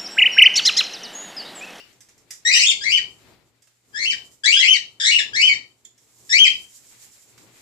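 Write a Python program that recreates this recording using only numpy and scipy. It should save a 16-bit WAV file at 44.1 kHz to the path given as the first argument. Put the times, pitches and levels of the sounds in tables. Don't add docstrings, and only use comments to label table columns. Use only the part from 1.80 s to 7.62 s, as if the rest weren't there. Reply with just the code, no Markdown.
import sys
import numpy as np
from scipy import signal
from scipy.fft import rfft, irfft, next_fast_len
from scipy.io import wavfile
from scipy.ndimage import uniform_filter1d, minimum_filter1d, map_coordinates

SR = 44100
rng = np.random.default_rng(int(sys.argv[2]) if len(sys.argv) > 2 else 0)


def int16_out(signal):
    q = np.round(np.clip(np.atleast_2d(signal).T, -1, 1) * 32767)
    wavfile.write(sys.argv[1], SR, q.astype(np.int16))


N = 256614
TOP_HZ = 15150

# (time [s], level [dB])
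LOW_NOISE_LEVEL = [(0, -67.5), (.55, -66), (.7, -60), (1.0, -52.5), (1.25, -52.5), (1.35, -62),
                   (1.52, -56.5), (1.7, -69), (2.0, -78.5), (2.17, -54), (2.32, -53.5), (2.5, -62.5),
                   (2.7, -74), (3.0, -60.5), (3.15, -64), (3.42, -57.5), (3.7, -49.5), (3.85, -59.5),
                   (3.97, -71.5), (4.3, -67), (4.72, -58.5), (4.95, -68), (5.4, -70), (5.6, -59.5),
                   (5.82, -62)]
# (frequency [Hz], gain [dB])
LOW_NOISE_COLOUR = [(15, -54), (25, -29.5), (64, -2), (91, -8.5), (114, 4.5), (147, -5.5), (313, -3),
                    (376, -2.5), (554, -10), (888, -11.5), (1400, -16.5), (1820, -46), (3080, -120)]
# (time [s], level [dB])
CLOTH_LEVEL = [(0, -66), (.6, -71), (1.3, -62), (1.55, -69.5), (1.75, -74), (2.05, -69), (2.45, -55.5),
               (2.6, -65.5), (3.95, -68.5), (4.15, -72), (4.25, -63), (4.45, -53.5), (4.9, -51.5),
               (5.2, -50.5), (5.5, -56.5), (5.65, -60.5), (5.82, -56.5)]
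# (frequency [Hz], gain [dB])
CLOTH_COLOUR = [(1760, -38.5), (3000, -13), (3550, -13.5), (4490, -9), (6510, -3), (7350, 2.5), (8750, -8),
                (13900, -12.5), (14700, -17), (15000, -25.5)]
# (time [s], level [dB])
RUSTLE_LEVEL = [(0, -54), (.2, -68), (.6, -65), (1.3, -70), (1.5, -57), (1.7, -71.5), (4.1, -73),
                (4.4, -68), (5.0, -64.5), (5.2, -59), (5.45, -64.5), (5.82, -57.5)]
# (frequency [Hz], gain [dB])
RUSTLE_COLOUR = [(400, -4.5), (1100, -6.5), (2200, 0), (3000, -4.5), (4500, -4), (7000, -17.5)]
# (time [s], level [dB], dull part re snap [dB], decay t60 [s])
TICKS = [(0.1289, -54.5, -2.5, 0.06), (0.2074, -41.5, -21, 0.06), (0.2886, -48, -3.5, 0.06),
         (0.3795, -50.5, -10, 0.06), (0.5078, -27, -25, 0.06), (1.8223, -49.5, -24, 0.06),
         (1.8731, -54.5, -1, 0.06), (2.5155, -51, -17.5, 0.06), (4.0502, -46.5, -29.5, 0.06),
         (4.1791, -49.5, -25.5, 0.06), (5.579, -46, -1, 0.06)]
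# (frequency [Hz], gain [dB])
TICK_COLOUR = [(1180, -29.5), (2000, -9), (2760, -17), (3760, -12), (4200, -22.5), (4930, -6.5),
               (7390, -4.5), (10300, -17.5), (11500, -16), (13900, -23.5), (15000, -37.5)]
# (frequency [Hz], t60 [s])
ROOM_DECAY = [(300, 0.22), (1600, 0.23), (2200, 0.25), (3100, 0.29), (4400, 0.3), (7000, 0.25),
              (12000, .26)]
# (time [s], pitch [Hz], level [dB], overtone lift [dB], roughness [0-1])
FIRST_CHICK = [
    [(.650, 1818, -20.5, 0, .15), (.672, 1942, -13.5, 3.5, .25), (.692, 2002, -16, 0, 0.4),
     (.715, 2292, -18.5, -7, 0.8), (.738, 2558, -15, 3.5, .7), (.757, 2843, -18, 10, .6),
     (.780, 3130, -26.5, 10, 0.4), (.810, 2906, -26.5, 9.5, 0.02), (.835, 2400, -28, -7.5, 0.6),
     (.855, 1998, -34, 7.5, 0.9)],
    [(1.008, 1571, -36.5, 8, 0.3), (1.037, 1740, -25.5, 1.5, 0.2), (1.045, 2034, -28, 4, .7),
     (1.075, 2146, -20, -7.5, 0.4), (1.110, 2358, -26, 3.5, .6), (1.125, 2888, -17, -5, .6),
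     (1.155, 3103, -16, -11, .2), (1.168, 2950, -24, -4.5, .6), (1.177, 2192, -22, -0.5, 0.5),
     (1.197, 1530, -36, -3, 0.8)],
    [(2.123, 1615, -71, 5, 1), (2.142, 1660, -37.5, -9.5, .4), (2.155, 1645, -25, -6, 0.2),
     (2.183, 1837, -26, 0, 0.4), (2.190, 2042, -28, -1.5, 0.3), (2.245, 2186, -27.5, 6, 0.6),
     (2.260, 2852, -23, -8, 0.5), (2.283, 3087, -20.5, -7.5, 0), (2.303, 3063, -19, -6.5, 0.2),
     (2.308, 2478, -28.5, 4, .4), (2.320, 2269, -29.5, 2, 0.5), (2.335, 1642, -27.5, 0, .5)],
    [(2.762, 1590, -25.5, 2.5, .1), (2.793, 1731, -26.5, 10, .2), (2.801, 1964, -34, 14, 0.1),
     (2.830, 2091, -20, 0, 0.7), (2.870, 2493, -19, -4, 1), (2.885, 2935, -12.5, -12, .6),
     (2.910, 3100, -14, -2, .1), (2.931, 3033, -15, -2, .4), (2.937, 2338, -20.5, -1.5, 0),
     (2.965, 2013, -27.5, 6.5, 0.8)],
    [(3.532, 1589, -24, -9.5, .2), (3.553, 1736, -22, -0.5, 0.3), (3.565, 2069, -23.5, 4.5, 0.3),
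     (3.590, 2175, -22, -3, 0.5), (3.620, 2474, -17.5, 2, 0.9), (3.632, 2947, -15.5, -12, 0.2),
     (3.665, 3113, -12.5, -12, 0), (3.674, 2474, -23, -1, .6), (3.700, 2290, -16.5, -5, .5),
     (3.730, 2179, -22, -6, 0.5), (3.745, 1796, -36.5, 6, .6)],
    [(4.491, 1745, -40, 4.5, 1), (4.503, 1778, -29, 7.5, 0.2), (4.524, 1799, -20, 6.5, .12),
     (4.531, 2020, -13, 1.5, .6), (4.555, 2250, -13.5, -3, 0.1), (4.578, 2462, -21, 1, 0.66),
     (4.593, 3086, -3.5, -5, 0.04), (4.613, 3204, -6, -10, 0.07), (4.641, 3102, -5, -7.5, 0.1),
     (4.646, 2570, -17, -3.5, 0.2), (4.654, 2508, -10.5, -3.5, 0.3), (4.661, 2071, -18.5, -5.5, 0.3),
     (4.670, 1992, -21, 2, 0.7)],
]
SECOND_CHICK = [
    [(.735, 1865, -26, 16, 0.44), (.750, 1900, -22.5, 5.5, 0.23), (.775, 1957, -21.5, 2.5, 0.35),
     (.792, 2080, -25, 6, 0.31), (.817, 2487, -21, 5, .55), (.850, 2890, -22, 3.5, 0.77),
     (.865, 3326, -16.5, 3.5, 0.26), (.876, 3588, -16.5, 7, .1), (.895, 3577, -17.5, -1.5, .25),
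     (.905, 2762, -21.5, 3, .35), (.922, 2164, -28, 3.5, 0.55)],
    [(2.635, 1584, -30, 4, 0.28), (2.660, 1842, -22.5, 9.5, .55), (2.675, 2156, -16.5, 1, .45),
     (2.719, 2430, -18.5, -2, .25), (2.728, 2855, -14.5, -3.5, .55), (2.760, 3220, -19, -6, .3),
     (2.785, 3373, -16, -10.5, 0.11), (2.815, 3167, -19.5, -9.5, .15), (2.840, 2627, -21, -8, .4),
     (2.857, 2178, -25.5, -1, .6)],
    [(3.199, 1726, -26.5, 6.5, 0.64), (3.235, 1689, -27, 6.5, .62), (3.268, 1944, -21.5, 9, .6),
     (3.300, 2113, -21.5, 2, 0.66), (3.315, 2729, -19, -6, .75), (3.355, 2858, -15.5, -10, .45),
     (3.380, 2630, -22, -12, 0.5), (3.392, 1832, -19, 4.5, 0.091), (3.405, 1673, -25.5, 2, 0.097)],
]
FAINT_PEEPS = [
    [(-.19, 2303, -14.5, 8, 0.87), (-.14, 2983, -21, -2, 0.47), (-.10, 2692, -29, -9, 0.61)],
    [(4.049, 3722, -43, 12, .2), (4.054, 3378, -44, 14.7, 0.12), (4.059, 3230, -72, 8.8, .1)],
]
HARMONICS = [2.5, -4.5, -7, -11.5, -13, -25]
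# (frequency [Hz], gain [dB])
FIRST_THROAT = [(1000, -31), (1400, -13.5), (1750, -6), (2250, 0.5), (3100, 2), (3550, -6.5), (4300, 1.5),
                (5400, 2), (6100, -2.5), (6600, -9), (7450, -3), (8400, -16), (9500, -21), (10500, -27.5),
                (12500, -21.5), (15000, -34)]
SECOND_THROAT = [(1000, -33), (1400, -10.5), (1750, -5), (2300, -2), (3300, -0.5), (4100, 0.5),
                 (5400, -3.5), (6500, -6), (7450, -3), (8400, -11), (9500, -21), (10500, -31.5),
                 (15000, -44.5)]
# (frequency [Hz], left minus right [dB])
CHICK_LEAN = [(1500, 11.5), (3000, 4.5), (4500, 10), (6000, 2), (7000, -14), (9000, -8), (14000, -12.5)]


def amp(db):
    return 10 ** (np.asarray(db) / 20)


def unit(x):
    return x / np.sqrt(np.mean(x ** 2) + 1e-20)


def along(points, hz):
    f, v = np.transpose(points)
    return np.interp(np.log(hz + 1), np.log(f + 1), v)


def curves(rows, t):
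    s, *cols = np.transpose(rows)
    return [np.interp(t, s, c) for c in cols]


def wobble(rate, size):
    knots = rng.standard_normal(int(size * rate / SR) + 4)
    return map_coordinates(knots, [np.arange(size) * rate / SR])


def coloured(x, gain):
    n = x.shape[-1]
    m = next_fast_len(n + 8192)
    return irfft(rfft(x, m) * gain(np.fft.rfftfreq(m, 1 / SR)), m)[..., :n]


def lean(db):
    return amp([[db / 2], [-db / 2]])


def noise(colour, alike, lean_db):
    a, b = coloured(rng.standard_normal((2, N)), lambda hz: amp(along(colour, hz)))
    turn = np.arccos(np.clip(alike, -1, 1)) / 2
    return unit(np.cos(turn) * a + np.sin(turn) * np.array([b, -b])) * lean(lean_db)


def add(track, s, x):
    start = round(s * SR)
    x, start = x[:, max(-start, 0):], max(start, 0)
    track[:, start:start + x.shape[-1]] += x[:, :N - start]


def in_room(x, wet_db, early_db, early_t60, build=0.0032):
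    hz, t, z = signal.stft(rng.standard_normal((2, SR // 2)), SR, nperseg=256)
    decay = amp(-60 * t / along(ROOM_DECAY, hz)[:, None])
    tail = signal.istft(z * decay, SR, nperseg=256)[1]
    t = np.arange(tail.shape[1]) / SR
    tail = tail * (1 - np.exp(-t / build))
    early = rng.standard_normal(tail.shape) * amp(-60 * t / early_t60)
    response = amp(wet_db) * tail / np.linalg.norm(tail[0])
    response += amp(early_db) * early / np.linalg.norm(early[0])
    response[:, 0] += 1
    return signal.fftconvolve(x[None], response / np.linalg.norm(response[0]), axes=1)


def room_noise():
    t = np.arange(N) / SR
    level_db = curves(LOW_NOISE_LEVEL, t)[0] + 2.0 * wobble(14, N)
    return amp(level_db) * noise(LOW_NOISE_COLOUR, alike=.65, lean_db=1.5)


def mains_hum(hum_hz=120, hum_db=-74):
    t = np.arange(N) / SR
    return amp(hum_db) * np.sin(2 * np.pi * hum_hz * t)


def cloth():
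    t = np.arange(N) / SR
    hiss_db = curves(CLOTH_LEVEL, t)[0] + 2.3 * wobble(30, N)
    hiss = amp(hiss_db) * noise(CLOTH_COLOUR, alike=.1, lean_db=-4.5)
    rustle_db = curves(RUSTLE_LEVEL, t)[0] + 1.7 * wobble(35, N)
    rustle = amp(rustle_db) * noise(RUSTLE_COLOUR, alike=0.23, lean_db=8)
    return hiss + rustle


def ticks(gain_db=2, dull_gain_db=-2, lean_db=-4, attack=0.0013):
    out = np.zeros((2, N))
    t = np.arange(SR // 5) / SR
    for s, db, dull_db, t60 in TICKS:
        snap = unit(coloured(rng.standard_normal(len(t)), lambda hz: amp(along(TICK_COLOUR, hz))))
        dull = unit(coloured(rng.standard_normal(len(t)), lambda hz: amp(along(RUSTLE_COLOUR, hz))))
        swell = (1 - np.exp(-t / attack)) * amp(db + gain_db - 60 * t / max(t60, .005))
        tick = swell * (snap + amp(dull_db + dull_gain_db) * dull)
        add(out, s - .002, in_room(tick, wet_db=1.5, early_db=-3.5, early_t60=.04))
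    return out * lean(lean_db)


def uneven_swing(hz, n):
    rate = hz * (1 + .3 * wobble(hz / 2, n))
    return np.sin(2 * np.pi * np.cumsum(rate) / SR)


def chirp(rows, warble, warble_hz, buzz=.042, jitter=.031, shimmer_db=4, rasp_db=-21, air_db=-30,
          attack=0.0031, release=0.0076):
    start, end = rows[0][0], rows[-1][0]
    t = np.arange(start, end + release, 1 / SR)
    n = len(t)
    pitch, db, overtone_db, rough = curves(rows, t)
    shake = warble * uneven_swing(warble_hz, n) + buzz * uneven_swing(310, n) + jitter * wobble(1100, n)
    phase = 2 * np.pi * np.cumsum(pitch * (1 + rough * shake)) / SR
    tone = np.zeros(n)
    for order, harmonic_db in enumerate(HARMONICS, 1):
        skirt = amp(rasp_db) * rough * order * (wobble(1800, n) + 1j * wobble(1800, n))
        partial = np.imag((1 + skirt) * np.exp(1j * order * phase))
        tone += amp(harmonic_db + overtone_db * (order > 1)) * partial
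    leak = 1 + 3 * np.exp(-(t - start) / .02)
    air = amp(air_db + overtone_db) * leak * (1 + rough) * rng.standard_normal(n)
    gate = np.clip((t - start) / attack, 0, 1) * np.clip((end + release - t) / release, 0, 1)
    return (np.sqrt(2) * tone + air) * gate * amp(db + shimmer_db * rough * wobble(380, n))


def chick(calls, throat, warble, warble_hz, gain_db, lean_db, lag):
    out = np.zeros((2, N))
    for rows in calls:
        voice = chirp(rows, warble, warble_hz)
        add(out, rows[0][0], in_room(voice, wet_db=-0.5, early_db=0.5, early_t60=0.085))
    sides = np.array([[1], [-1]]) / 2

    def body(hz):
        small_body = 1 / np.sqrt(1 + (1350 / (hz + 1)) ** 16)
        level_db = gain_db + along(throat, hz) + sides * (along(CHICK_LEAN, hz) + lean_db)
        left_first = np.exp(2j * np.pi * hz * lag * sides)
        return small_body * amp(level_db) * left_first

    return coloured(out, body)


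def scene():
    background = room_noise() + mains_hum() + cloth()
    first = chick(FIRST_CHICK + FAINT_PEEPS, FIRST_THROAT, warble=.085, warble_hz=79.86,
                  gain_db=0, lean_db=0.0, lag=.00022)
    second = chick(SECOND_CHICK, SECOND_THROAT, warble=.1, warble_hz=85.1,
                   gain_db=2.0, lean_db=0.5, lag=0.00023)
    return background + ticks() + first + second


def record(dry):
    needed = np.minimum(1, .97 / (np.abs(dry).max(axis=0) + 1e-9))
    gain = uniform_filter1d(minimum_filter1d(needed, size=401), size=201)
    smooth_gain = uniform_filter1d(gain, size=201)
    return coloured(dry * smooth_gain, lambda hz: hz < TOP_HZ)


dry = scene()
out = record(dry)
int16_out(out)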